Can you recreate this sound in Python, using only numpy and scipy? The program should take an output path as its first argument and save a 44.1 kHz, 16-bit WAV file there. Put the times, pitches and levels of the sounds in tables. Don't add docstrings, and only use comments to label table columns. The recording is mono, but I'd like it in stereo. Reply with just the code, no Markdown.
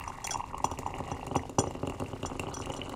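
import sys
import numpy as np
from scipy import signal
from scipy.fft import rfft, irfft, next_fast_len
from scipy.io import wavfile
from scipy.ndimage import uniform_filter1d, map_coordinates

SR = 44100
rng = np.random.default_rng(int(sys.argv[2]) if len(sys.argv) > 2 else 0)


def dump_mix(stems):
    frames = np.atleast_2d(stems).T
    limited = np.clip(frames, -1, 1)
    pcm = np.round(limited * 32767).astype(np.int16)
    wavfile.write(sys.argv[1], SR, pcm)


def linear_from_db(decibels):
    return 10 ** (np.asarray(decibels, float) / 20)


N = 130095

# pitch_hz, level_db [dB per Hz]
FIZZ_SPECTRUM = [(820, -28), (1400, -3.5), (2790, -5), (3490, -6), (7170, -8), (14900, -20.5), (16300, -39)]
# pitch_hz, level_db [dB per Hz]
HUM_SPECTRUM = [(13, -60), (22, 4.5), (97, 1), (424, -14.5), (968, -25.5), (1600, -35), (2080, -79),
                (3520, -120)]
# pitch_hz, width_hz, level_db
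BOWL_MODES = [(1933, 315, 4.5), (2855, 114.5, 5.5), (4200, 450, 2.5), (7100, 1300, -31)]
# pitch_hz, width_hz, level_db
TABLE_MODES = [(84, 9.6, 5), (142, 57.4, -1.5), (264.5, 21, 4), (384.7, 36.5, 2.5), (457.7, 8.6, 2),
               (552.4, 57, 2), (684, 57, -4.5), (821, 41, -3.5), (1214, 276, -1.5)]
# start_s, flow_db, glug_length [cycles], table_weight_db
POUR_COURSE = [
    (0, -43, 4.8, -10),
    (.6, -49, 3.87, -1.5),
    (1.1, -41, 2.53, 0.5),
    (1.55, -63, 1.85, 16.5),
    (1.65, -47, 2.03, 5.5),
    (2.2, -46, 1.33, 3),
    (2.95, -39.5, 1.7, 1.5),
]
# start_s, pitch_hz
GLUG_PITCH = [
    (0, 1020),
    (.35, 947),
    (.5, 984),
    (1.1, 873),
    (2, 896),
    (2.95, 950),
]
# start_s, glug_db, knock_db, splash_db
LARGE_SLUGS = [(0.0396, -63, -56, -37), (0.0784, -26.5, -64, -42.5), (0.2747, -31.5, -60, -28.5),
               (0.2953, -30.5, -30, -34.5), (0.3461, -24, -43, -48), (0.3589, -21.5, -29, -49),
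               (0.3981, -27.5, -55, -46), (0.4066, -23, -51, -46), (0.4413, -28, -55, -43),
               (0.5461, -25, -31, -41), (0.645, -13.5, -18.5, -34), (0.7156, -26.5, -23, -44),
               (0.7886, -31.5, -23, -39.5), (0.8643, -20, -27, -42), (0.8778, -29, -29, -64),
               (0.9408, -30, -29.5, -34.5), (1.0043, -24.5, -21.5, -63), (1.1173, -23.5, -18, -44),
               (1.2701, -27.5, -25.5, -44), (1.3139, -26.5, -19.5, -43), (1.3602, -13.5, -11, -32),
               (1.4953, -32.5, -25.5, -43.5), (1.5857, -13, -7.5, -35), (1.59, -50, -30, -34),
               (1.6033, -24, -16.5, -45),
               (1.64, -22, -21, -44), (1.6715, -32, -18.5, -46.5), (1.7509, -33, -21.5, -46.5),
              (1.8317, -28, -16.5, -46), (1.8739, -30, -18.5, -34), (1.8986, -28.5, -21.5, -37.5),
              (2.001, -26, -21.5, -39), (2.021, -25, -16.5, -59), (2.1332, -28, -21.5, -43),
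              (2.231, -29, -18.5, -31), (2.2511, -20.5, -28, -43.5), (2.3163, -26.5, -22, -46),
              (2.3547, -29, -25.5, -48), (2.3959, -25.5, -19.5, -27), (2.4361, -25, -24, -45),
              (2.469, -30.5, -22, -38.5), (2.5713, -24.5, -26, -52), (2.6024, -25, -24.5, -78),
              (2.6699, -28, -24.5, -45), (2.702, -25, -23, -35.5), (2.7377, -29, -65.5, -35),
              (2.789, -56.5, -24, -58), (2.816, -63, -28, -28), (2.8962, -29.5, -28.5, -38),
              (2.9404, -26.5, -37, -56)]
# start_s, level_db, pitch_hz
LONE_BUBBLES = [(0.048, -40, 1040), (0.102, -31.5, 980), (0.15, -39, 960), (0.184, -33.5, 900),
                (0.248, -31.5, 785), (0.316, -32.5, 725), (0.371, -32, 867), (0.387, -34, 1010),
                (0.532, -32, 1050), (0.568, -34, 1075), (0.58, -30, 1030), (0.602, -27.5, 950),
                (0.667, -31, 1020), (0.737, -32.5, 930), (0.831, -29.5, 980), (0.904, -29.5, 840),
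                (0.959, -33, 807), (0.983, -33, 1110), (1.066, -44, 764), (1.092, -42, 840),
                (1.151, -34, 964), (1.166, -37, 1080), (1.194, -31, 950), (1.229, -26, 820),
                (1.344, -29, 1020), (1.352, -22, 830), (1.393, -30, 800), (1.433, -29.5, 796),
                (1.453, -30.5, 740), (1.708, -27.5, 800), (1.849, -30.5, 820), (1.921, -28, 930),
                (1.946, -32, 960), (1.984, -37, 775), (2.042, -32, 970), (2.162, -31, 970),
                (2.298, -26.5, 821), (2.485, -25, 870), (2.514, -32.5, 1080), (2.538, -33.5, 776),
                (2.747, -28, 750), (2.767, -40, 719), (2.863, -36.5, 1050)]
# start_s, level_db, pitch_hz
LONE_SPLASHES = [(0.0084, -33, 2650), (0.2021, -41, 2200), (0.3392, -34, 2700), (0.413, -40, 2660),
                 (0.7747, -36, 2600), (1.0665, -45, 2670), (1.2107, -37, 2670), (1.2768, -38.5, 2680),
                 (1.3506, -31.5, 3020), (1.393, -36, 2070), (1.4337, -41, 2680), (1.709, -47, 2060),
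                 (1.7556, -49, 2640), (2.0601, -35.5, 2600), (2.6214, -35, 2700), (2.6354, -41, 2940),
                 (2.6574, -32.5, 2700), (2.794, -40.5, 2870)]
# start_s, level_db
BRIGHT_DROPS = [(0.038, -42), (0.2687, -19.5), (0.3736, -36.5), (0.5793, -33.5), (0.7123, -35),
                (0.7876, -25), (0.9853, -38.5), (1.266, -31.5), (1.3544, -29.5), (1.4945, -34),
                (1.708, -38.5), (1.8704, -33.5), (1.8963, -33.5), (1.9983, -31.5), (2.228, -39),
                (2.395, -24.5), (2.6577, -32.5), (2.6986, -38), (2.7384, -36), (2.8936, -31.5)]
# start_s, level_db, upper_modes_db
SPOON_HITS = [(0.0772, -37.5, -4), (0.243, -26, -2.5), (0.3076, -24, -2.5), (0.3178, -25.5, -6.5),
              (0.3354, -31.5, -2), (0.6427, -27.5, -1.5), (0.714, -39.5, -1.5), (0.8637, -45, 3.5),
              (1.1154, -38, -6), (1.363, -29.5, -5), (1.5864, -24.5, -4), (1.5927, -24.5, 1.5),
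              (1.6744, -44.5, -8), (2.2584, -32, -1.5), (2.5407, -31.5, -2), (2.5673, -32.5, -11),
              (2.5923, -42, 2), (2.6126, -37, -4), (2.719, -46, 2), (2.7645, -37, -2)]
# pitch_hz, level_db, t60_s
GLASS_LOW_MODES = [(1367, -17, .08), (1534, -18, .1), (3330, -17, .16), (4850, -15, .03), (5270, -14, .04),
                   (5565, -12, .1), (5760, -8, .04), (5940, -1, .07)]
# pitch_hz, level_db, t60_s
GLASS_HIGH_MODES = [(6950, -5, .06), (7140, -9, .12), (8565, -11, .1), (10080, -15, .1), (14330, -21, .05)]


def unit(x):
    return x / np.sqrt(np.mean(x ** 2) + 1e-20)


def smooth_twice(x, size):
    return uniform_filter1d(uniform_filter1d(x, size, axis=1), size, axis=1)


def along(points, hz):
    pitch_hz, level_db = np.transpose(points)
    return np.interp(np.log(hz + 1), np.log(pitch_hz + 1), level_db)


def filtered(x, response):
    size = next_fast_len(N + SR // 2)
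    return irfft(rfft(x, size) * response(np.fft.rfftfreq(size, 1 / SR)), size)[..., :N]


def body(modes):
    def response(f):
        total = 0
        for k, (hz, width, level_db) in enumerate(modes):
            sign = (-1) ** k
            total = total + sign * linear_from_db(level_db) * 1j * f * width / (hz * hz - f * f + 1j * f * width)
        return total
    return response


def place(start_s, shapes):
    first = np.round(start_s * SR).astype(int)[:, None]
    at = np.clip(first + np.arange(shapes.shape[1]), 0, N)
    return np.bincount(at.ravel(), shapes.ravel(), N + 1)[:N]


def floor():
    def shaped(points, swell):
        ends = [(11, -99)] + points + [(20000, -120)]
        return unit(filtered(swell * rng.standard_normal(N), lambda f: linear_from_db(along(ends, f))))

    wander = map_coordinates(rng.standard_normal(N // 300), [np.arange(N) / 400])
    fitful = linear_from_db(5 * np.tanh(wander))
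    shimmer = unit(filtered(fitful * fitful * rng.standard_normal(N), body(BOWL_MODES[:2])))
    fizz = shaped(FIZZ_SPECTRUM, fitful)
    hum = shaped(HUM_SPECTRUM, 1)
    return linear_from_db(-70) * shimmer + linear_from_db(-62) * fizz + linear_from_db(-47.5) * hum


def bowl(start_s, shapes):
    rise, wander = 0.07, 0.03
    fill = 3 * start_s * SR / N + wander / rise * 3 * rng.standard_normal(len(start_s))
    step = np.round(np.clip(fill, 0, 3))
    ring = 0
    for k in range(4):
        splashes = place(start_s[step == k], shapes[step == k])
        stretch = 1 + rise * (k / 3 - 0.5)
        ring = ring + filtered(splashes, lambda f: body(BOWL_MODES)(f / stretch))
    return ring


def table(start_s, knock_db, scatter):
    softness_hz = 1020
    spot = rng.integers(-1, 2, len(start_s))
    ring = 0
    for k in (-1, 0, 1):
        blows = place(start_s[spot == k], linear_from_db(knock_db)[spot == k, None])
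        detune = 1 + k * scatter / 2
        ring = ring + filtered(blows, lambda f: body(TABLE_MODES)(f * detune) / (1 + 1j * f / softness_hz) ** 4)
    return ring


def slugs(start_s, glug_db, knock_db, splash_db, scatter, glug_hz=None, splash_hz=None):
    glug_rise = 0.11
    t = np.arange(SR // 40) / SR - SR // 80 / SR
    r = scatter * rng.standard_normal((len(start_s), 4))
    if glug_hz is None:
        glug_hz = np.interp(start_s, *np.transpose(GLUG_PITCH)) * np.exp(r[:, 0])
    if splash_hz is None:
        splash_hz = (2300 + 270 * start_s) * np.exp(2 * r[:, 3])
    glug_hz, splash_hz = glug_hz[:, None], splash_hz[:, None]

    when, _, cycles, _ = np.transpose(POUR_COURSE)
    cycles = np.clip(np.interp(start_s, when, cycles)[:, None] * np.exp(2 * r[:, 1:2]), 0.6, 8)
    u = t / (cycles / glug_hz / 2)
    slide = 1 + (glug_rise + r[:, 2:3]) * u / 2
    glug = linear_from_db(glug_db)[:, None] * np.exp(-u ** 2) * np.cos(2 * np.pi * glug_hz * t * slide)

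    grit = np.exp(-(t * splash_hz / 1.6) ** 2) * np.cos(2 * np.pi * splash_hz * t)
    splash = bowl(start_s + t[0], linear_from_db(splash_db)[:, None] * grit / 9)
    knocks = table(start_s - 0.001, knock_db, scatter)
    return place(start_s + t[0], glug) + knocks + splash


def ticks(start_s, level_db, wide):
    drop_t60_s, mist_t60_s, mist_db, attack_s = 0.017, 0.18, -40, 0.00043
    t = np.arange(SR // 9) / SR
    decay = linear_from_db(-60 * t / drop_t60_s) + linear_from_db(mist_db - 60 * t / mist_t60_s)
    fade = linear_from_db(level_db)[:, None] * decay * (1 - np.exp(-t / attack_s))
    noise = rng.standard_normal(fade.shape)
    hz = 7400 * np.exp(0.26 * (1 - wide) * rng.standard_normal((len(start_s), 1)))
    band = 4 * smooth_twice(noise, 9) * np.cos(2 * np.pi * hz * t)
    hiss = place(start_s, fade * (wide * noise + (1 - wide) * band))
    return filtered(hiss, body([(3930, 990, -2.5), (7080, 1070, 5), (9890, 1500, 0), (14200, 1500, -8.5)]))


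def patter(count):
    when, flow_db, _, weight_db = np.transpose(POUR_COURSE)
    start_s = np.sort(rng.random(count)) * N / SR
    spread = np.clip(rng.standard_normal((count, 4)), -3, 1.5)
    spread_db = 8 * spread @ (np.eye(4) * 0.93 + 0.038)
    level_db = np.interp(start_s, when, flow_db) - 6.5
    knock_db = level_db + np.interp(start_s, when, weight_db) + 36.5 + spread_db[:, 1]
    splash_db = level_db + 14 + spread_db[:, 2]
    small = slugs(start_s, level_db + spread_db[:, 0], knock_db, splash_db, scatter=0.1)
    spray_db = level_db - 12 + 1.5 * spread_db[:, 3]
    return small + ticks(start_s[::2], spray_db[::2], wide=0.3)


def stream():
    swell_s = 0.001944
    s, db, knock_db, splash_db = np.transpose(LARGE_SLUGS)
    large = slugs(s, db, knock_db + 33, splash_db + 25, scatter=0.03)
    s, db, hz = np.transpose(LONE_BUBBLES)
    bubbles = slugs(s + swell_s, db - 0.5, db + 27.5, db + 6.5, scatter=0.049, glug_hz=hz)
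    s, db, hz = np.transpose(LONE_SPLASHES)
    splashes = slugs(s + swell_s / 2, db - 20, db, db + 20.5, scatter=0.04, splash_hz=hz)
    return large + bubbles + splashes + patter(count=1400)


def spoon():
    crack_hz, crack_db, crack_t60_s = 5100, -4, 0.02
    drown_s, attack_s = 0.026, 0.00057
    start_s, hit_db, upper_db = np.array(SPOON_HITS).T[:, :, None]
    t = np.arange(SR // 10) / SR
    shape = (len(start_s), len(t))

    crack = unit(uniform_filter1d(rng.standard_normal(shape), size=20)) * np.cos(2 * np.pi * crack_hz * t)
    ring = linear_from_db(crack_db - 60 * t / crack_t60_s) * crack
    for modes, lift_db in ((GLASS_LOW_MODES, 0), (GLASS_HIGH_MODES, upper_db)):
        for hz, level_db, t60_s in modes:
            r = rng.standard_normal((len(start_s), 2))
            fade = linear_from_db(level_db + lift_db + 2 * r[:, :1] - 60 * t / t60_s)
            tone = np.sin(2 * np.pi * hz * t * (1 + r[:, 1:] / 350))
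            chatter = linear_from_db(3 * unit(smooth_twice(rng.standard_normal(shape), 160)))
            ring = ring + fade * tone * chatter

    drowned = ring / (1 + (t / drown_s) ** 4) * (1 - np.exp(-t / attack_s))
    clinks = place(start_s[:, 0], linear_from_db(hit_db - 3) * drowned)
    return filtered(clinks, lambda f: 1j * f / (800 + 1j * f))


def room(x):
    t60_s = 0.32
    t = np.arange(SR // 4) / SR
    tail = rng.standard_normal(len(t)) * linear_from_db(-60 * t / t60_s)
    return linear_from_db(-11.5) * signal.fftconvolve(x, tail / np.linalg.norm(tail))[:N]


def scene():
    near = stream() + ticks(*np.transpose(BRIGHT_DROPS), wide=0.8)
    glass = spoon()
    mono = floor() + near + glass + room(near + glass / 2)
    mono = filtered(mono, lambda f: f < 16250)
    return np.array([mono, mono])


def top_cut(x):
    return signal.sosfilt(signal.butter(12, 16500, fs=SR, output="sos"), x)


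def record(dry):
    apart_hz, apart_db, apart_share, quiet_db, holes_hz = 2900, -6, 0.1, -42, 12000
    hz, _, z = signal.stft(dry[0], SR, nperseg=1024)
    steady = np.exp(uniform_filter1d(np.log(np.abs(z) + 1e-9), 20, 0))

    def tiles():
        grains = rng.standard_normal((18, z.shape[1] // 2 + 1))
        grains = unit(uniform_filter1d(uniform_filter1d(grains, 2, 0), 2, 1))
        return np.repeat(np.repeat(grains, 30, 0), 2, 1)[:len(hz), :z.shape[1]]

    quiet = np.sqrt((np.abs(z[40:]) ** 2).sum(0)) < linear_from_db(quiet_db)
    patch = (tiles() > -apart_share) * (hz > apart_hz)[:, None] * quiet
    faint = steady < 2 * np.median(steady, 1)[:, None]
    keep = 1 - (tiles() > 0) * (hz > holes_hz)[:, None] * faint
    noise = signal.stft(rng.standard_normal(N), SR, nperseg=1024)[2]
    side = linear_from_db(apart_db) * steady * patch * noise / np.abs(noise).mean()
    mid, side = signal.istft(np.array([z, side]) * keep, SR, nperseg=1024)[1][:, :N]
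    return top_cut(np.array([mid + side, mid - side]))


dry = scene()
out = record(dry)
dump_mix(out)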